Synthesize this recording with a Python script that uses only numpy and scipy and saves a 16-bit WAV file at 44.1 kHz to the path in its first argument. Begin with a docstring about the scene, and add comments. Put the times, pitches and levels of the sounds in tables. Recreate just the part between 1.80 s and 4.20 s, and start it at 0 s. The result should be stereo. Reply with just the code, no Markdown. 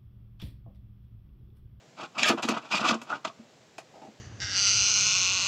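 """A crab struggles, held down in a thin plastic tub that stands in a plastic bucket.
Its legs scrape the wall in bursts of tiny slips, its claws tick and squeak, the wall catches and
knocks, and its body bumps the hollow floor. Near the end, fingers softly rub the tub.
The bucket adds a short, close ring; most of it sounds to the right, over a faint hiss."""
import sys
import numpy as np
from scipy import signal
from scipy.fft import rfft, irfft
from scipy.io import wavfile

SR = 44100
rng = np.random.default_rng(int(sys.argv[2]) if len(sys.argv) > 2 else 0)


def persist_wave(psi):
    """Save psi, clipped to +-1, as 16-bit WAV."""
    counts = np.round(np.clip(psi, -1, 1) * 32767).astype(np.int16)
    wavfile.write(sys.argv[1], SR, np.atleast_2d(counts).T)


N = 105840
TIME = np.arange(N) / SR
STRIKE_RISE_S, DRAG_FADE_S = 0.00075, 0.0083

# Leg strokes on the wall. Each row: start in seconds, length in seconds, wall judder in dB,
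# tip grit in dB, pan in dB (positive is left).
LEG_STROKES = [(0.158, 0.096, -40.5, -45, -14), (0.193, 0.049, -31.5, -40, -24),
               (0.342, 0.1, -30.5, -40.5, -14.5), (0.374, 0.059, -32, -23, -11),
               (0.444, 0.036, -27.5, -22.5, -5), (0.464, 0.039, -23, -21.5, -10),
               (0.495, 0.027, -19, -32, -2), (0.57, 0.026, -23, -38, -20), (0.626, 0.019, -26, -25.5, -24),
               (0.673, 0.049, -23, -28.5, -13.5), (0.733, 0.026, -26.5, -40.5, -17),
               (0.762, 0.016, -20.5, -37, -21), (0.798, 0.12, -43, -48.5, -17),
               (0.899, 0.08, -23.5, -23.5, -24.5), (0.987, 0.026, -21.5, -32, -18.5),
               (1.02, 0.039, -20.5, -26, -24), (1.047, 0.065, -22.5, -21, -24.5),
               (1.123, 0.02, -22, -37, -16), (1.214, 0.0063, -34.5, -38.5, -31),
               (1.267, 0.024, -35, -46.5, -24), (1.283, 0.056, -32.5, -40.5, -33),
               (1.339, 0.03, -34.5, -42.5, -8), (1.441, 0.039, -35.5, -39.5, -9.5)]
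# Resonances of the tub wall. Each row: centre in Hz, width in Hz, lift in dB.
WALL_RESONANCES = [(687, 198, 5.5), (1063, 30, 8), (1192, 87, 3), (1460, 107, 0.5)]
# Brighter resonances of the leg and claw tips. Each row: centre in Hz, width in Hz, lift in dB.
TIP_RESONANCES = [(2460, 280, 11), (2670, 52, 3), (3416, 140, 5.4)]


def from_db(db):
    return 10 ** (np.asarray(db) / 20)


def pan(pan_db):
    """Left and right gains; positive leans left, and the nearer side stays at 1."""
    return from_db([[min(pan_db, 0)], [min(-pan_db, 0)]])


def through(x, response):
    return signal.fftconvolve(np.atleast_2d(x), np.atleast_2d(response), axes=1)[:, :N]


def filtered(x, kind, hz, order=2):
    return signal.sosfilt(signal.butter(order, hz, kind, fs=SR, output="sos"), x)


def resonator(colour, peaks=(), size=8192):
    """Minimum-phase impulse response of a tone colour with resonances on it; energy 1."""
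    hz = np.maximum(np.arange(size // 2 + 1) * SR / size, 1)
    colour_hz, colour_db = np.transpose(colour)
    db = np.interp(np.log(hz), np.log(colour_hz), colour_db)
    for centre, width, lift in peaks:
        db += lift / (1 + (2 * (hz - centre) / width) ** 2)
    cepstrum = irfft(np.log(from_db(db)))[:size // 2]
    response = irfft(np.exp(2 * rfft(cepstrum, size)))[:size // 2]
    return response / np.linalg.norm(response)


def drift(per_s):
    """A random wander that glides to a new value per_s times a second."""
    return np.interp(TIME * per_s, np.arange(N), rng.standard_normal(N))


def slips(per_s, spread_db):
    """Dense stick-slip clicks of uneven size under a grip that tightens and loosens; rms 1."""
    sizes = from_db(spread_db * np.minimum(rng.exponential(1, N), 4)) * rng.choice([-1, 1], N)
    slipping = rng.random(N) < per_s / SR
    grip = from_db(4 * drift(per_s=110))
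    clicks = sizes * slipping * grip
    return clicks / np.sqrt(np.mean(clicks ** 2) + 1e-20)


def pressure(start, length, rise_s, fall_s):
    """Contact pressure rises, holds and dies away."""
    rise = np.clip((TIME - start) / rise_s, 0, 1)
    return rise * np.exp(-np.clip((TIME - start - length) / fall_s, 0, 20))


def echoes(t60_s):
    """Dense dying reflections, different on each side; energy 1."""
    tail = rng.standard_normal((2, SR // 2)) * from_db(-60 * TIME[:SR // 2] / t60_s)
    return tail / np.linalg.norm(tail, axis=1, keepdims=True)


def leg_scrapes():
    """Each stroke shakes the wall's resonances and throws off fine grit from the leg tips."""
    # Tone colours of the wall's judder and the tips' grit. Each row: frequency in Hz, level in dB.
    judder_colour = [(40, -58), (130, -9.5), (270, -3.5), (480, -7.5), (850, -1.5), (1450, 1), (1850, -18),
                     (3000, -10.5), (8000, -66.5)]
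    grit_colour = [(300, -22.5), (1200, -3.5), (2000, -5.5), (3300, -0.5), (5000, -5.5), (7500, -13.5),
                   (8800, -28.5), (12000, -35.5), (16000, -70)]
    judder_power, grit_power = 0, 0
    for start, length, judder_db, grit_db, pan_db in LEG_STROKES:
        press = pan(pan_db) * pressure(start, length, 0.33 * length, DRAG_FADE_S)
        judder_power += (from_db(judder_db) * press) ** 2
        grit_power += (from_db(grit_db) * press) ** 2
    judder = np.sqrt(judder_power) * slips(per_s=2600, spread_db=1)
    grit = np.sqrt(grit_power) * slips(per_s=5000, spread_db=1.5)
    return (through(judder, resonator(judder_colour, WALL_RESONANCES))
            + through(grit, resonator(grit_colour, TIP_RESONANCES)))


def claw_ticks():
    """A claw tip strikes the wall and skids briefly; the smaller the tip, the higher its band."""
    # Claw strikes. Each row: start in seconds, level in dB, decay in seconds,
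    # low and high band edges in Hz, pan in dB.
    strikes = [(0.431, -3, 0.0014, 2660, 6940, 0), (0.461, -16, 0.026, 7850, 16500, -17),
               (0.483, -15, 0.0091, 1500, 15000, -24), (0.623, -26.5, 0.033, 2150, 13000, -31),
               (0.687, -17, 0.0062, 675, 15600, -38), (1.143, -14.5, 0.0025, 3400, 8700, -24),
               (1.215, -31, 0.013, 4760, 15000, -22), (1.448, -21.5, 0.0092, 565, 5100, -36),
               (1.981, -30.5, 0.015, 504, 14200, -12.5)]
    # Tone colour of a strike. Each row: frequency in Hz, level in dB.
    tick_colour = [(1100, 2), (2000, -4.5), (3200, -5.5), (7000, -6), (9000, -18.5), (16000, -31.5)]
    out, skid = 0, slips(per_s=7000, spread_db=2)
    for start, db, decay_s, low_hz, high_hz, pan_db in strikes:
        burst = skid * pressure(start, STRIKE_RISE_S, STRIKE_RISE_S, decay_s)
        out += from_db(db) * pan(pan_db) * filtered(burst, "band", [low_hz, high_hz])
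    return through(out, resonator(tick_colour, WALL_RESONANCES + TIP_RESONANCES))


def wall_knocks():
    """The wall catches, springs free and rings hollow for a few cycles, with a weaker, lower mode."""
    # Releases of the wall. Each row: start in seconds, level in dB, pitch in Hz.
    releases = [(1.095, -12, 1444), (1.109, -11, 1177), (1.302, -20, 1360), (1.307, -22.5, 1210),
                (1.319, -17, 1243), (1.327, -13.5, 1440), (1.45, -21.5, 1012), (1.499, -30, 1110),
                (1.982, -37, 1394), (1.985, -28.5, 677)]
    out = 0
    for start, db, hz in releases:
        phase = 2 * np.pi * hz * (TIME - start)
        ring = np.sin(phase) + from_db(-6.5) * np.sin(0.606 * phase)
        out += from_db(db) * ring * pressure(start, STRIKE_RISE_S, STRIKE_RISE_S, fall_s=0.0058)
    return pan(-16.5) * out


def leg_squeaks():
    """A leg sticks and slips evenly, locked to a resonance: a rough tone with its octave."""
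    # Squeaks on the wall. Each row: start and length in seconds, level in dB, pitch in Hz, pan in dB.
    squeaks = [(0.433, 0.0027, -12, 1769, 14), (0.442, 0.0065, -15.5, 1720, 24),
               (0.443, 0.0034, -17, 3270, -3), (0.467, 0.033, -21, 1720, 28),
               (0.923, 0.043, -23.5, 2434, -15.5), (1.046, 0.023, -20.5, 1186, -29)]
    jitter, octave_db, edge_s = 0.055, -12, 0.00086
    out, wavering_time = 0, np.cumsum(1 + jitter * drift(per_s=1500)) / SR
    for start, length, db, hz, pan_db in squeaks:
        phase = 2 * np.pi * hz * wavering_time
        tone = np.sqrt(2) * (np.sin(phase) + from_db(octave_db) * np.sin(2 * phase))
        out += from_db(db) * pan(pan_db) * tone * pressure(start, length, edge_s, edge_s)
    return out


def floor_bumps():
    """The body bumps and chatters on the hollow floor; where it lands decides which modes lead."""
    # Landings of the body. 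Each row: start in seconds, level in dB, leading pitch in Hz.
    landings = [(0.227, -30, 229), (0.415, -28, 206), (0.4962, -14.5, 350), (.525, -21, 330),
                (.643, -19, 286), (.687, -14, 248), (0.709, -24.5, 260), (1.005, -22, 196),
                (1.087, -20, 290), (1.112, -17, 239), (1.139, -23.5, 277), (1.217, -35.5, 287),
                (1.461, -37.5, 160), (1.589, -34.5, 183), (2.279, -35.5, 228)]
    # Modes of the floor. Each row: frequency in Hz, level in dB, seconds to fall by 60 dB.
    floor_modes = [(139, -3, 0.059), (198.3, -2.5, 0.051), (227.7, 1.5, 0.15), (268.4, -3.5, 0.11),
                   (323.6, -1, 0.065), (347.7, -4, 0.11), (466, -1, 0.071), (684, 4, 0.05)]
    rise_s, chatter_s, focus_db_per_octave = 0.00066, 0.015, 13
    out, t = 0, TIME[:SR // 2]
    leg_starts, *_, leg_pans = np.transpose(LEG_STROKES)
    chatter = from_db(0.5) * slips(per_s=830, spread_db=2) / np.sqrt(chatter_s * SR / 2)
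    chatter = filtered(chatter, "high", 370)  # too light to move the lowest modes
    for start, db, lead_hz in landings:
        ring = 0
        for k, (hz, mode_db, t60_s) in enumerate(floor_modes):
            struck_db = mode_db - focus_db_per_octave * abs(np.log2(hz / lead_hz))
            ring += (-1) ** k * from_db(struck_db - 60 * t / t60_s) * np.sin(2 * np.pi * hz * t)
        ring *= 1 - np.exp(-t / rise_s)
        force = chatter * pressure(start, 0, rise_s, chatter_s)
        force[int(start * SR)] += 1  # the blow itself
        pan_db = 0.69 * np.interp(start, leg_starts, leg_pans)  # with the legs, but nearer the middle
        out += from_db(db) * pan(pan_db) * through(force, ring)
    return filtered(out, "high", 87)


def finger_rubs():
    """Soft skin drags over the plastic; a rough ring sinks as each drag slows."""
    # Finger drags. Each row: start in seconds, length in seconds, level in dB.
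    drags = [(2.135, 0.11, -50.5), (2.215, 0.065, -44.5)]
    # Tone colour of skin on plastic. Each row: frequency in Hz, level in dB.
    skin_colour = [(100, -22), (330, 3), (750, 2.5), (1400, -12), (6000, -21.5), (16000, -56)]
    ring_hz, sag_hz_per_s = 830, 1120
    out, grain = 0, through(slips(per_s=2000, spread_db=2.4), resonator(skin_colour))
    for start, length, db in drags:
        t = TIME - start
        flutter = from_db(3.5) * drift(per_s=280)
        ring = flutter * np.sin(2 * np.pi * (ring_hz - sag_hz_per_s * t / 2) * t)
        out += from_db(db) * pressure(start, length, DRAG_FADE_S, DRAG_FADE_S) * (grain + ring)
    return pan(-9) * out


def bucket(x):
    """Close reflections between the bucket's walls; the left side hears more of them."""
    wet = from_db([[-1], [-6]])
    return (x + wet * through(x, echoes(t60_s=0.098))) / np.sqrt(1 + wet ** 2)


def room_tail(x):
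    """The room returns a faint, dull wash of reflections."""
    dulled = filtered(x.mean(axis=0), "low", 3300, order=1)
    return from_db(-21.5) * through(dulled, echoes(t60_s=0.91))


def hiss():
    """Steady background noise, partly shared by both sides."""
    # Tone colour of the background. Each row: frequency in Hz, level in dB.
    hiss_colour = [(25, -29), (70, -8.5), (130, 11), (280, 4), (620, 6.5), (1100, -3.5), (2500, -4.5),
                   (7600, -9.5), (8600, -25.5), (16000, -33.5)]
    noise, shared = rng.standard_normal((3, N)), 0.22
    stereo = np.sqrt(1 - shared) * noise[:2] + np.sqrt(shared) * noise[2]
    return from_db(-56) * through(stereo, resonator(hiss_colour))


def scene():
    """Wall contacts ring in the bucket over the floor bumps, reaching the left side a little later."""
    left_lag_s = 0.00041
    contacts = leg_scrapes() + claw_ticks() + wall_knocks() + leg_squeaks() + finger_rubs()
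    left, right = bucket(contacts) + floor_bumps()
    near = np.array([np.interp(TIME - left_lag_s, TIME, left), right])
    return near + room_tail(near) + hiss()


def record(dry):
    """A steep low-pass trims the very top of the treble."""
    cutoff_hz = 15850
    return signal.sosfilt(signal.ellip(10, .2, 80, cutoff_hz, fs=SR, output="sos"), dry)


dry = scene()
out = record(dry)
persist_wave(out)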